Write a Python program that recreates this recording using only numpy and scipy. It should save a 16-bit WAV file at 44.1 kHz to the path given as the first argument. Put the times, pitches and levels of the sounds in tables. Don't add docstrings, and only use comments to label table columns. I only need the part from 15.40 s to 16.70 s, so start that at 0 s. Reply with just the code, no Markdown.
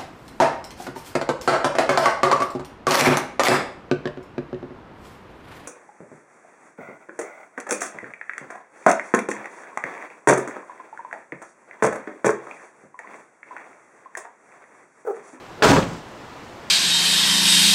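import sys
import numpy as np
from scipy import signal
from scipy.io import wavfile
from scipy.ndimage import uniform_filter1d, minimum_filter1d

SR = 44100
rng = np.random.default_rng(int(sys.argv[2]) if len(sys.argv) > 2 else 0)


def int16_out(signal):
    q = np.round(np.clip(np.atleast_2d(signal).T, -1, 1) * 32767)
    wavfile.write(sys.argv[1], SR, q.astype(np.int16))


def elevation(decibels):
    levels = np.asarray(decibels, float)
    return 10 ** (levels / 20)


N = 57330

# (time [s], strength [dB], contact time [ms])
FRAME_KNOCKS = [(0.2228, 0, 0.18), (.2255, -0.5, 0.31), (.232, -10, 0.278), (0.2437, -0.5, 0.21),
                (.2485, -3.5, 0.32), (.257, -1, 0.47), (.271, -1, 0.1865), (0.2794, -3, 0.57),
                (.286, -7, 0.49), (.302, -5, 0.4), (.3195, 4, 0.376), (0.332, -10, 0.72), (.36, -11, 0.58),
                (.366, -4, 0.23), (.373, -6.5, 0.76), (.384, -7, 0.97), (.391, -0.5, 1.32),
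                (0.416, -32, 0.4), (0.426, -10.5, 0.89), (.439, -19, 1.4), (.468, -19, 1.8),
                (.525, -28, 0.78), (.55, -20, 2.8)]
# (frequency [Hz], level [dB], decay time T60 [s])
SKIN_MODES = [(320, -10.5, 0.045), (414, -6.5, 0.047), (539, -2.5, 0.075), (622.5, -8, 0.073),
              (815, -5.5, 0.072), (926, -9, 0.064), (946, -6, 0.089), (1094.4, -6.5, 0.11),
              (1290, 3.5, 0.036), (1440, -5.5, 0.085), (1625, -6, 0.035), (1935, -2, 0.041),
              (2510, -4, .02), (3120, -13, 0.031)]
# (time [s], level [dB], frequency [Hz], decay length per 20 dB [s])
LATCH_TICKS = [(.2235, -5.5, 1800, 0.0073), (0.2242, -9.5, 3260, 0.01), (.2245, -18, 4570, .007),
               (.2245, -31, 12000, .005), (.238, -22, 3930, 0.004), (.249, -27.5, 7500, 0.0092),
               (.27, -24, 6370, .016), (.271, -8.5, 1530, 0.0088), (.272, -22, 2970, 0.012),
               (.316, -28.5, 7500, 0.015), (0.318, -3.5, 1230, 0.0066), (.365, -16, 1160, 0.011),
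               (.374, -21, 1700, 0.012), (.425, -27.5, 2380, 0.015), (0.485, -47, 7000, .01),
               (0.533, -45, 6360, .012), (0.57, -60, 6370, 0.018), (.687, -51, 7750, 0.003),
               (.716, -53, 8360, .005), (1.16, -60, 10000, .004)]
# (time [s], effort [dB])
RATTLE_EFFORT = [
    (0.2229, -39),
    (0.2263, -21.5),
    (.243, -15.5),
    (.26, -20),
    (.31, -19.5),
    (.335, -23),
    (.44, -39.5),
    (.46, -43.5),
    (.59, -51),
]
# (time [s], effort [dB])
SHUDDER_EFFORT = [
    (0.226, -43),
    (.26, -19.5),
    (.3, -16.5),
    (.39, -21.5),
    (.41, -26.5),
    (.44, -27.5),
    (.455, -33),
    (.55, -36.5),
    (.59, -40),
]
# (frequency [Hz], density [dB per Hz])
RATTLE_COLOUR = [(150, -29), (380, -7.5), (1300, -5.5), (2750, -10), (7400, -17.5), (8800, -22.5),
                 (10200, -31), (16000, -34.5)]
# (frequency [Hz], density [dB per Hz])
BODY_COLOUR = [(35, -13), (150, 0.5), (260, -4), (900, -9), (2400, -23), (7800, -28.5), (9500, -46.5),
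               (16000, -54)]
# (start [s], frequency [Hz], level [dB], swell [s], decay time T60 [s])
PANEL_BOOMS = [(.222, 430, -11.5, .008, .05), (.224, 850, -14.5, .006, .04), (.236, 640, -18, .007, .04),
               (.252, 430, -14, .008, .05), (.296, 277, -11.5, .022, .09), (.364, 147, -18, .014, .07),
               (.275, 190, -19, .012, .08), (.29, 140, -20, .012, .1), (.345, 195, -20, .012, .08),
               (.362, 420, -17, .012, .06), (.46, 260, -28, .007, .04), (.515, 165, -32, .008, .07),
               (.543, 150, -33, .006, .05), (.25, 103, -27, .04, .6), (.25, 60, -33, .05, .5),
               (.45, 120, -38, .02, .3)]
# (frequency [Hz], density [dB per Hz])
STREET_COLOUR = [(25, -14.5), (110, -3.5), (300, -2.5), (1000, -5), (2600, -16), (7600, -28), (9800, -37.5),
                 (16000, -43.5)]

SKIN_DB, THUD_DB, THUD_T60_S = -13.0, -1.0, 0.012
KNOCK_LOW_CUT_HZ = 126
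RATTLES_PER_S, RATTLE_SPREAD_DB, RATTLE_SHARE, DIE_DB_PER_S = 3300, 2.5, 0.3, 300
SEAL_S, SEAL_LENGTH_S, SEAL_DB, SEAL_HZ = 0.194, 0.048, -42, 462
YARD_DB, YARD_T60_S, YARD_HZ = -12.5, 0.38, 5000
STREET_DB, STREET_RISE_DB_PER_S, PATCHY_DB = -40.5, 1, 0.73
CEILING_DB, RECOVER_DB_PER_S = -1.5, 600
EDGE_HZ = 15770


def evened(x):
    return x / np.sqrt(np.mean(x ** 2) + 1e-20)


def add(mix, s, sound):
    part = mix[round(s * SR):][:len(sound)]
    part += sound[:len(part)]


def coloured(x, points):
    hz = abs(np.fft.fftfreq(4096, 1 / SR))
    f, db = np.transpose(points)
    log_gain = np.interp(np.log(hz + 1), np.log(f), db) * np.log(10) / 20
    response = np.exp(np.conj(signal.hilbert(log_gain)))
    taps = np.fft.ifft(response).real[:2048]
    return signal.oaconvolve(x, taps / np.linalg.norm(taps))[:len(x)]


def band(x, hz, spread):
    edges = np.clip([hz / spread, hz * spread], 20, 0.45 * SR)
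    return signal.sosfilt(signal.butter(2, edges, "band", fs=SR, output="sos"), x)


def knocks():
    out, t = np.zeros(N), np.arange(6000) / SR
    mixes = rng.standard_normal((len(FRAME_KNOCKS), len(SKIN_MODES), 2))
    for (s, db, contact_ms), mix in zip(FRAME_KNOCKS, mixes):
        u = t[:600] / (contact_ms / 4000)
        push = u * np.exp(-u)
        ring = 0
        for (hz, mode_db, t60), (level_shift, detune) in zip(SKIN_MODES, mix):
            decay = elevation(mode_db + 3.0 * level_shift - 60 * t / t60)
            ring = ring + decay * np.sin(2 * np.pi * hz * (1 + 0.021 * detune) * t)
        thud_hz = 300 / contact_ms
        thud = elevation(THUD_DB - 60 * t / THUD_T60_S) * np.sin(2 * np.pi * thud_hz * t) * np.sign(mix[0, 0])
        blow = np.convolve(thud + elevation(SKIN_DB) * ring, push / push.sum())[:len(t)]
        add(out, s, elevation(db) * blow)
    return signal.lfilter(*signal.butter(2, KNOCK_LOW_CUT_HZ, "high", fs=SR), out)


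def ticks():
    out, t = np.zeros(N), np.arange(1500) / SR
    noises = rng.standard_normal((len(LATCH_TICKS), len(t)))
    for (s, db, hz, length), noise in zip(LATCH_TICKS, noises):
        onset = np.minimum(t / 0.00063, 1)
        add(out, s, evened(band(noise, hz, 1.35)) * onset * elevation(db - 20 * t / length))
    return out


def driven(drive, effort, colour):
    t = np.arange(N) / SR
    db = np.interp(t, *np.transpose(effort), left=-120)
    db = db - DIE_DB_PER_S * np.maximum(t - effort[-1][0], 0)
    return coloured(drive * elevation(db), colour)


def shudder():
    sizes = elevation(RATTLE_SPREAD_DB * np.minimum(rng.exponential(1, N), 4)) * rng.choice([-1., 1.], N)
    clicks = evened(sizes * (rng.random(N) < RATTLES_PER_S / SR))
    drive = np.sqrt(RATTLE_SHARE) * clicks + np.sqrt(1 - RATTLE_SHARE) * rng.standard_normal(N)
    rattle = driven(drive, RATTLE_EFFORT, RATTLE_COLOUR)
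    body = driven(rng.standard_normal(N), SHUDDER_EFFORT, BODY_COLOUR)
    return rattle + body


def booms():
    out, t = np.zeros(N), np.arange(SR // 2) / SR
    for s, hz, db, swell, t60 in PANEL_BOOMS:
        rise = np.sin(np.pi / 2 * np.minimum(t / swell, 1)) ** 2
        decay = elevation(db - 60 * np.maximum(t - 2 * swell, 0) / t60)
        add(out, s, rise * decay * np.sin(2 * np.pi * hz * t))
    return out


def seal():
    out, t = np.zeros(N), np.linspace(0, 1, int(SEAL_LENGTH_S * SR))
    air = evened(band(rng.standard_normal(3000), SEAL_HZ, 1.6))[-len(t):]
    add(out, SEAL_S, air * elevation(SEAL_DB + 13.0 * t))
    return out


def yard(x):
    taps = np.zeros(SR // 2)
    at = np.arange(400, len(taps) - 20, 20)
    taps[at + rng.integers(0, 20, len(at))] = rng.choice([-1., 1.], len(at))
    decay = elevation(-60 * np.arange(len(taps)) / SR / YARD_T60_S)
    r = np.exp(-2 * np.pi * YARD_HZ / SR)
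    tail = signal.lfilter([1], [1, -r], taps * decay)
    return elevation(YARD_DB) * signal.fftconvolve(x, tail / np.linalg.norm(tail))[:N]


def street():
    hz, t, z = signal.stft(rng.standard_normal(N), SR, nperseg=512)
    patches = uniform_filter1d(rng.standard_normal(z.shape), size=6, axis=0)
    patches = evened(uniform_filter1d(patches, size=10, axis=1))
    level_db = PATCHY_DB * patches + STREET_RISE_DB_PER_S * (t - 1)
    wash = signal.istft(z * elevation(level_db), SR, nperseg=512)[1][:N]
    return elevation(STREET_DB) * evened(coloured(wash, STREET_COLOUR))


def scene():
    door = knocks() + ticks()
    return (door + yard(door) + shudder() + booms() + seal() + street())[None]


def top_cut(x):
    return signal.sosfilt(signal.butter(12, 16520, fs=SR, output="sos"), x)


def record(dry):
    over_db = np.maximum(20 * np.log10(abs(dry[0]) + 1e-9) - CEILING_DB, 0)
    fall = np.arange(N) * RECOVER_DB_PER_S / SR
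    held_db = -minimum_filter1d(fall - np.maximum.accumulate(over_db + fall), size=61)
    held = dry / elevation(uniform_filter1d(held_db, size=31))
    edge = signal.firwin(1535, EDGE_HZ, window=("kaiser", 9), fs=SR)
    return top_cut(signal.oaconvolve(held, edge[None], "same"))


dry = scene()
out = record(dry)
int16_out(out)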